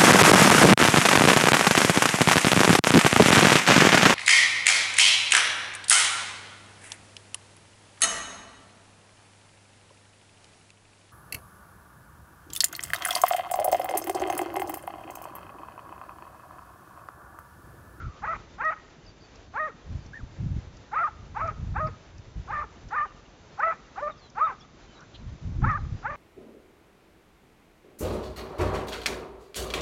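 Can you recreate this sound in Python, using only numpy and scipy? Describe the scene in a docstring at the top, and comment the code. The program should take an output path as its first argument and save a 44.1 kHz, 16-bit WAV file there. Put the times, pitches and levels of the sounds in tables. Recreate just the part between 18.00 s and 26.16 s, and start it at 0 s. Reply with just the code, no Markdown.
"""Open-air scene in a single channel: a hound on a scrubby hillside, wind, and a small camera's own noise.
At once: the hoarse end of a bark, resonant noise, over filtered-noise gusts, hiss and two thin whines.
From 0.24 s thirteen barks follow in quick runs: harmonics on a gliding pitch, with rasp and a faint echo.
A regular tick joins at 0.65 s and nearer birds, gliding sines, at 1.05 s; fainter twitter falls at random.
Short rustles, puffs of noise, come at 3.9 s and near 7 s; the wind thumps hardest at 7.7 s."""
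import sys
import numpy as np
from scipy import signal
from scipy.fft import rfft, irfft
from scipy.io import wavfile

SR = 44100
rng = np.random.default_rng(int(sys.argv[2]) if len(sys.argv) > 2 else 0)


def transcribe(u):
    """Save the signal u as a 16-bit wav file named by the first command-line argument.

    u: samples, shape (n,) or (channels, n), limited to [-1, 1]; the rate is SR.
    q: integer samples, one column per channel.
    """
    v = np.clip(np.atleast_2d(u).T, -1, 1)
    q = np.round(v * 32767).astype(np.int16)
    wavfile.write(sys.argv[1], SR, q)


def undo_db(level):
    """Turn decibels back into plain size, where 20 dB means ten times bigger."""
    steps = np.asarray(level, float) / 20
    return 10 ** steps


N = 359856

# One row a bark: (opening yelp [s], climb [s], yelp level [dB], yelp pitch [Hz],
# held fundamental against the usual voice [dB], held third harmonic likewise [dB], closing pitch [Hz])
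BARKS = [(0.242, 0.027, -30.5, 433, 6, 3, 610), (0.613, 0.036, -28.5, 471, 3.5, 8.5, 630),
         (1.567, 0.035, -27, 464.5, 8, 7.5, 456), (2.941, 0.03, -27, 453.5, -11, -4, 430),
         (3.372, 0.03, -30, 428.6, 5.5, -13, 410), (3.766, 0.03, -30.5, 416, 11.5, -10, 460),
         (4.508, 0.036, -31, 439, 0.5, 0.5, 420), (4.934, 0.033, -29.5, 443.5, -9, 2, 385),
         (5.598, 0.026, -29, 428.5, 3, 7, 600), (5.982, 0.029, -33, 388, 16, -7.5, 584),
         (6.386, .038, -27.5, 446.8, -6.5, -17, 385), (7.647, 0.034, -27, 446, -15, 4.5, 400),
         (8.057, 0.034, -31, 435.6, 15, 3, 600)]
# Held part of each bark, one list a bark: (time [s], pitch [Hz], effort [dB], roughness [dB])
HELD_NOTES = [
    [(0.27, 620.4, -36, -3), (0.294, 636, -27, -23.5), (0.31, 659, -29, -18), (0.344, 634, -33, -10),
     (0.36, 618, -41, 1.5)],
    [(0.634, 602, -36, -3.5), (0.653, 626, -25, -34.5), (0.665, 637.4, -24.5, -37),
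     (0.697, 621, -24.5, -28.5), (0.707, 663, -29.5, -14.5), (0.732, 638, -35, -4.5)],
    [(1.6, 626.6, -28, -26), (1.63, 617.5, -27.5, -31), (1.666, 626, -33, -23), (1.682, 550, -35, -17)],
    [(2.967, 613, -23.5, -19), (2.989, 642.8, -22, -13), (3.029, 701.4, -27.5, -22),
     (3.043, 593, -20, -25.5), (3.065, 631, -26.5, -24.5)],
    [(3.411, 598, -35, -3.5), (3.423, 639.4, -27, -20), (3.455, 671.5, -30.5, -18), (3.476, 662, -34, -10),
     (3.49, 617, -26, -22), (3.503, 600, -36.5, -7)],
    [(3.806, 623.4, -27, -18.5), (3.844, 625, -28, -30.5), (3.862, 633.5, -29, -25.5),
     (3.878, 647, -35.5, -9)],
    [(4.537, 613, -31, -12.5), (4.555, 600, -31, -15), (4.591, 586.5, -29, -17), (4.627, 621, -31.5, -14)],
    [(4.966, 616, -26, -17.5), (5.02, 584.4, -25.5, -18.5), (5.036, 612, -26, -30.5),
     (5.048, 620, -31, -31)],
    [(5.635, 648.6, -20.5, -13), (5.641, 642, -21.5, -22), (5.665, 665.7, -23.5, -19.5),
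     (5.705, 658.5, -24, -23), (5.714, 650, -31.5, -11), (5.731, 624, -36, -3.5)],
    [(6.02, 559, -39.5, -18), (6.029, 593, -28, -28), (6.055, 593.5, -31, -35), (6.079, 601, -27.5, -16.5),
     (6.087, 644, -37.5, -13), (6.105, 629, -39, -10.5)],
    [(6.408, 576.6, -27, -15), (6.416, 605, -18.5, -27), (6.442, 654, -20, -31), (6.478, 624.5, -28, -13.5),
     (6.515, 466, -36, -13.5)],
    [(7.694, 650, -25.5, -13.5), (7.748, 562.3, -30.5, -18), (7.758, 617.5, -24, -33),
     (7.768, 615, -34, -19)],
    [(8.091, 564, -39.5, -22), (8.101, 616.3, -35, -10), (8.141, 587, -38.5, -12.5), (8.158, 590, -39, -6)],
]
# Climb common to all barks: (share of climb still to go [1], share of yelp pitch [1],
# level against the yelp [dB], roughness [dB])
CLIMB = [(.999, .68, -15, -9), (0.54, .86, -17, -16.5), (0.0044, .999, -1.36, -18.5)]
# Slackening folds: (time after the held part [s], level against its end [dB], roughness [dB])
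RELEASE = [(.015, -13, -3.5), (0.035, -24, -12.5)]
# Usual fundamental against effort: (pitch [Hz], level [dB])
FIRST_HARMONIC = [(300, -15), (420, -27), (530, -15), (600, -19.5), (650, -16), (690, 4)]
# Second harmonic passing a dull spot of the throat: (pitch [Hz], weight [dB])
SECOND_HARMONIC = [(300, -11), (380, 3.5), (435, 3), (480, -5.5), (530, -0.5), (585, -0.8)]
# Usual third harmonic against effort: (pitch [Hz], level [dB])
THIRD_HARMONIC = [(300, 0.5), (430, -3), (520, -2), (600, -12), (660, -18.5)]
# Colour of the harmonics above the third: (frequency [Hz], level [dB])
MOUTH_COLOUR = [(1200, 4.5), (2000, -15), (2500, -23.5), (3100, -39.5), (3780, -39), (5000, -68.5)]
# Colour of the breathy rasp: (frequency [Hz], level [dB])
RASP_COLOUR = [(400, -33.5), (850, 0.5), (1030, -24), (1280, -15.5), (1500, -10.5), (1750, -0.5),
               (2400, -3.5), (2900, -20), (4000, -58.5)]
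# Fixed resonance of the throat, one row: (frequency [Hz], width [Hz], level [dB])
THROAT = (850, 110, -4)
# Hoarse end of an earlier bark: (time [s], level [dB], centre frequency [Hz])
HOARSE_END = [(0.0, -46, 1440), (0.008, -42.5, 1378), (0.164, -58, 1127), (0.2, -53, 1200)]
# Near-sine bird notes: (time [s], length [s], start [Hz], middle [Hz], end [Hz], level [dB])
CHIRPS = [(1.048, 0.0088, 4380, 4640, 5000, -62), (1.062, 0.0086, 5200, 5000, 4900, -54),
          (1.069, 0.047, 4650, 4620, 4740, -57.5), (1.203, .012, 4320, 4520, 4800, -65),
          (1.217, 0.013, 4800, 4800, 4700, -59), (1.226, 0.042, 4600, 4550, 4550, -60),
          (2.131, 0.02, 1500, 1720, 1760, -39.5), (2.147, 0.038, 1820, 1824, 1800, -41.5),
          (2.181, 0.038, 1690, 1590, 930, -51.5), (4.754, 0.026, 2750, 2960, 3200, -66),
          (5.054, 0.039, 3220, 2950, 2710, -65), (5.141, 0.034, 3100, 3000, 2660, -67),
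          (5.25, 0.019, 3110, 2840, 2754, -63), (6.103, 0.032, 3950, 3670, 3600, -60.5),
          (6.17, 0.04, 5700, 4860, 4300, -63), (6.198, 0.095, 4450, 4080, 3900, -61.5),
          (6.214, 0.09, 3570, 3270, 3150, -67), (6.436, 0.038, 3950, 3640, 3700, -57.5),
          (6.59, 0.041, 5950, 5460, 4200, -61), (6.601, 0.043, 3250, 3440, 3520, -58),
          (6.867, 0.098, 3150, 3060, 2900, -65), (6.942, 0.057, 4260, 3840, 3950, -61),
          (7.005, 0.042, 1300, 1466, 1700, -55)]
# Short rustles: (time [s], level [dB], centre [Hz], width [Hz], Gaussian spread [s])
RUSTLES = [(3.872, -51.5, 5030, 890, 0.0045), (7.004, -50.5, 1200, 700, 0.026),
           (7.155, -45.5, 3550, 1000, 0.0093)]
# Decay of the hillside's echo: (frequency [Hz], time to fall 60 dB [s])
SLOPE_DECAY = [(500, 0.42), (1300, 0.53), (2500, 0.73)]
# Strength of the wind: (time [s], level [dB])
WIND_STRENGTH = [(0.0, -42.5), (0.07, -32), (0.13, -52), (0.29, -44.5), (0.59, -58.5), (1.41, -59.5),
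                 (1.45, -53), (1.82, -63), (1.91, -33.5), (1.95, -31), (2.07, -48.5), (2.2, -52),
                 (2.23, -36), (2.36, -50), (2.41, -26), (2.54, -31), (2.57, -26.5), (2.61, -44),
                 (2.95, -58.5), (3.5, -38), (3.57, -42), (3.61, -30), (3.84, -36.5), (3.88, -29.5),
                 (4.0, -61), (4.2, -42), (4.23, -55), (4.39, -36), (4.45, -48.5), (4.61, -39),
                 (4.63, -49.5), (4.82, -56.5), (4.86, -42), (4.91, -53.5), (5.64, -61), (7.07, -61),
                 (7.3, -35), (7.41, -49), (7.45, -31.5), (7.54, -33), (7.68, -20), (7.73, -31.5),
                 (7.95, -32.5), (7.98, -50.5), (8.09, -41), (8.16, -50)]
# Colour of the wind's thumps: (frequency [Hz], level [dB])
THUMP_COLOUR = [(8.8, -58.5), (15, -18.5), (45, -2.5), (87, -1.5), (102, -1.5), (123, -6), (151, -9),
                (200, -19.5), (260, -53), (440, -120)]
# Colour of the wind's upper rumble: (frequency [Hz], level [dB])
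ROAR_COLOUR = [(80, -17), (140, 3.5), (250, -0.5), (350, -9), (550, -50)]
# Colour of the hiss: (frequency [Hz], level [dB])
HISS_COLOUR = [(24, -30), (40, 0), (169, -18), (344, -8.5), (714, -13.5), (4700, -26.5), (7160, -30.5),
               (8000, -37), (10400, -76.5), (17600, -120)]
# Thin steady whines: (frequency [Hz], peak level [dB])
WHINES = [(3660, -74.5), (6098, -73)]


def evened(x):
    """Normalisation: scales a signal to rms 1."""
    return x / np.sqrt(np.mean(abs(x) ** 2) + 1e-20)


def read(points, hz):
    """Spectral interpolation: reads a table linearly in level along a logarithmic frequency axis."""
    f, value = np.transpose(points)
    return np.interp(np.log(hz + 1), np.log(f + 1), value)


def curve(rows, t):
    """Linear interpolation: the columns of a table at times t."""
    s, *columns = np.transpose(rows)
    return [np.interp(t, s, c) for c in columns]


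def add(mix, s, sound):
    """Superposition: sums a sound into the mix from time s."""
    part = mix[round(s * SR):][:len(sound)]
    part += sound[:len(part)]


def coloured(points, count):
    """Spectral shaping: white noise weighted by a spectrum table, at rms 1."""
    spectrum = rfft(rng.standard_normal(count))
    gain = undo_db(read(points, np.fft.rfftfreq(count, 1 / SR)))
    return evened(irfft(spectrum * gain, count))


def flutter(count, hz):
    """Narrow-band modulation: complex noise low-passed at hz, with rms 1."""
    z = rng.standard_normal((count, 2)) @ [1, 1j]
    return evened(signal.lfilter(*signal.butter(2, hz, fs=SR), z))


def gesture(yelp, climb, yelp_db, yelp_hz, first_db, third_db, closing_hz, held):
    """Vocal control: climb, yelp, crack, held note and release set pitch, effort and harmonic balance."""
    opened, open_hz, *_ = held[0]
    closed, _, last_db, _ = held[-1]
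    crack = (yelp + opened) / 2  # the voice cracks midway to the held note
    rows = [(yelp - ahead * climb, share * yelp_hz, yelp_db + db, rough_db)
            for ahead, share, db, rough_db in CLIMB]
    rows.append((crack, yelp_hz + 0.52 * (open_hz - yelp_hz), yelp_db - 3.5, -15))
    rows += list(held)
    rows += [(closed + s, closing_hz, last_db + db, rough_db) for s, db, rough_db in RELEASE]
    t = np.arange(rows[0][0], rows[-1][0], 1 / SR)
    hz, effort_db, rough_db = curve(rows, t)

    settled = np.interp(t, [crack, opened], [0, 1])
    sag = (t > opened) * np.maximum(np.log2(open_hz / hz), 0)  # octaves below the held note's opening pitch

    # roughness weakens the fundamental; a sagging pitch brings it forward
    rough_loss_db, dull_db_per_octave = -20, 43.5
    fundamental_db = read(FIRST_HARMONIC, hz * 2 ** sag)
    fundamental_db += settled * (first_db + rough_loss_db * undo_db(rough_db))
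    fundamental_db += dull_db_per_octave * sag

    # the third harmonic fades as the held note ends; 0.43 octaves of sag restore its usual strength
    closing_db = np.interp(t, [closed - 0.033, closed], [0, -6])
    departure_db = settled * (third_db + closing_db) * np.maximum(1 - sag / 0.43, 0)
    third_harmonic_db = read(THIRD_HARMONIC, hz) + departure_db
    return t, hz, effort_db, np.minimum(fundamental_db, 0), third_harmonic_db, rough_db


def bark(t, hz, effort_db, first_db, third_db, rough_db):
    """Source and filter: harmonics of the folds, made rough by uneven cycles, excite a throat resonance."""
    count = len(t)
    # the folds start and slacken cleanly
    rough = undo_db(rough_db) * np.clip(np.minimum(t - t[0], t[-1] - t) / 0.04, 0.15, 1)
    jitter = 1 + 0.16 * rough * flutter(count, hz=73.4).real
    turns = np.cumsum(hz * jitter) / SR

    first, third = undo_db(first_db), undo_db(third_db)
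    # the second harmonic carries the rest of the effort
    remainder = np.maximum(1 - first ** 2 - third ** 2 - rough ** 2, 0.04)
    second = np.sqrt(remainder) * undo_db(read(SECOND_HARMONIC, hz))
    upper = [undo_db(read(MOUTH_COLOUR, k * hz) + 0.66 * third_db) for k in range(4, 10)]

    # harmonics from the third up come and go
    uneven_db, uneven_hz = 3.2, 30
    third, *upper = [a * undo_db(uneven_db * np.sqrt(2) * flutter(count, uneven_hz).real)
                     for a in [third] + upper]

    wobble = 1.2 * rough ** 0.75  # each harmonic swells and breaks on its own
    folds = np.zeros(count, complex)
    for k, a in enumerate([first, second, third] + upper, 1):
        folds += a * (1 + wobble * flutter(count, hz=54.3)) * np.exp(2j * np.pi * k * turns)

    # a pattern over three cycles adds side lines between the harmonics
    beat = (flutter(count, hz=45) * np.exp(2j * np.pi * turns / 3)).real
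    uneven = 1 + rough * (1.2 * beat + 0.7 * flutter(count, hz=300))
    rasp = 0.8 * rough * coloured(RASP_COLOUR, count)
    voice = np.sqrt(2) * (folds * uneven).real + rasp
    voice = undo_db(effort_db) * voice * signal.windows.tukey(count, 0.14)

    ring_hz, width_hz, ring_db = THROAT
    ring = signal.lfilter(*signal.iirpeak(ring_hz, ring_hz / width_hz, SR), voice)
    return t[0], voice + undo_db(ring_db) * ring


def hoarse():
    """Resonance of turbulence: noise flutters round one moving throat resonance, with rasp."""
    t = np.arange(HOARSE_END[0][0], HOARSE_END[-1][0], 1 / SR)
    level_db, hz = curve(HOARSE_END, t)
    ring = (flutter(len(t), hz=82) * np.exp(2j * np.pi * np.cumsum(hz) / SR)).real
    return t[0], undo_db(level_db) * evened(ring + 0.1 * coloured(RASP_COLOUR, len(t)))


def chirp(s, length, start_hz, middle_hz, end_hz, db):
    """Frequency modulation: one gliding sine, roughened by the moving air on its way."""
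    u = np.linspace(0, 1, round(length * SR))
    hz = np.interp(u, [0, 0.5, 1], [start_hz, middle_hz, end_hz])
    rough_air = 1 + 0.4 * flutter(len(u), hz=110)
    note = rough_air * np.exp(2j * np.pi * np.cumsum(hz) / SR)
    return s, np.sqrt(2) * undo_db(db) * note.real * signal.windows.tukey(len(u), 0.55)


def twitter():
    """Random superposition: birds further off give faint, short, falling notes at random times."""
    notes_per_s, faintest_db = 6, -76
    draws = rng.random((int(notes_per_s * N / SR), 5))
    for when, long, high, fall, loud in draws:
        hz = 2400 + 2600 * high
        drop = 1 - 0.094 * fall  # end pitch over start pitch
        yield chirp(when * N / SR, 0.028 + 0.075 * long, hz, hz * np.sqrt(drop), hz * drop,
                    faintest_db + 7 * loud)


def rustle(s, db, hz, width_hz, spread):
    """Band-limited turbulence: a puff of noise round one pitch under a Gaussian envelope."""
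    t = np.arange(-3 * spread, 3 * spread, 1 / SR)
    puff = (flutter(len(t), width_hz / 2) * np.exp(2j * np.pi * hz * t)).real
    return s + t[0], undo_db(db) * puff * np.exp(-0.5 * (t / spread) ** 2)


def hillside(x):
    """Scattering: bushes and slope return sparse echoes, each band decaying at its own rate."""
    taps = np.zeros(SR)
    at = np.arange(900, SR - 20, 20)
    taps[at + rng.integers(0, 20, len(at))] = rng.choice([-1., 1.], len(at))
    hz, t, z = signal.stft(taps, SR, nperseg=256)
    decay = undo_db(-60 * t / read(SLOPE_DECAY, hz)[:, None])
    tail = signal.istft(z * decay, SR, nperseg=256)[1]
    echo = signal.fftconvolve(x, tail / np.linalg.norm(tail))[:N]
    return echo * (0.78 + 0.62 * flutter(N, hz=220).real)  # swaying leaves blur the returns


def wind():
    """Turbulent pressure: eddies thump the microphone in lumps; upper rumble comes in sharper bursts."""
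    level_db, = curve(WIND_STRENGTH, np.arange(N) / SR)
    lumps = flutter(N, hz=23.8).real
    thump = evened(coloured(THUMP_COLOUR, N) * undo_db(3.8 * lumps))
    roar = evened(coloured(ROAR_COLOUR, N) * undo_db(4.5 * lumps))
    # the rumble gains 0.99 dB for each dB of thump and never quite stops
    roar_gain = np.hypot(undo_db(-14.5 + 0.99 * level_db), undo_db(-59))
    return undo_db(level_db) * thump + roar_gain * roar


def camera():
    """Self-noise: coloured hiss, two phase-wavering whines and a faint noise tick at a steady pace."""
    t = np.arange(N) / SR
    out = undo_db(-54) * coloured(HISS_COLOUR, N) * undo_db(1.7 * flutter(N, hz=5.7).real)
    for hz, db in WHINES:
        waver = 1.6 * flutter(N, hz=14).real  # radians
        out += undo_db(db) * np.sin(2 * np.pi * hz * t + waver)
    first_s, every_s, count = 0.647, 0.7062, 500  # count: samples in a tick
    for s in np.arange(first_s, N / SR, every_s):
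        tick = coloured([(1500, -21), (3500, -17), (5600, 2), (7500, -10.5)], count)
        add(out, s, undo_db(-52) * np.hanning(count) * tick)
    return out


def scene():
    """Superposition: dog, birds and rustles with their echo, then wind and the camera's own noise."""
    far = np.zeros(N)
    for row, held in zip(BARKS, HELD_NOTES):
        add(far, *bark(*gesture(*row, held)))
    add(far, *hoarse())
    for row in CHIRPS:
        add(far, *chirp(*row))
    for note in twitter():
        add(far, *note)
    for row in RUSTLES:
        add(far, *rustle(*row))
    mix = far + undo_db(-20.5) * hillside(far) + wind() + camera()
    return mix[None]


def top_cut(x):
    """Nothing passes above the cut-off."""
    return signal.sosfilt(signal.butter(12, 8730, fs=SR, output="sos"), x)


def record(dry):
    """Band limitation: a steep linear-phase low-pass at 7500 Hz finishes the mix."""
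    edge = signal.firwin(401, 7500, window=("kaiser", 7), fs=SR)
    mix = signal.oaconvolve(dry, edge[None], "same")
    return top_cut(mix)


dry = scene()
out = record(dry)
transcribe(out)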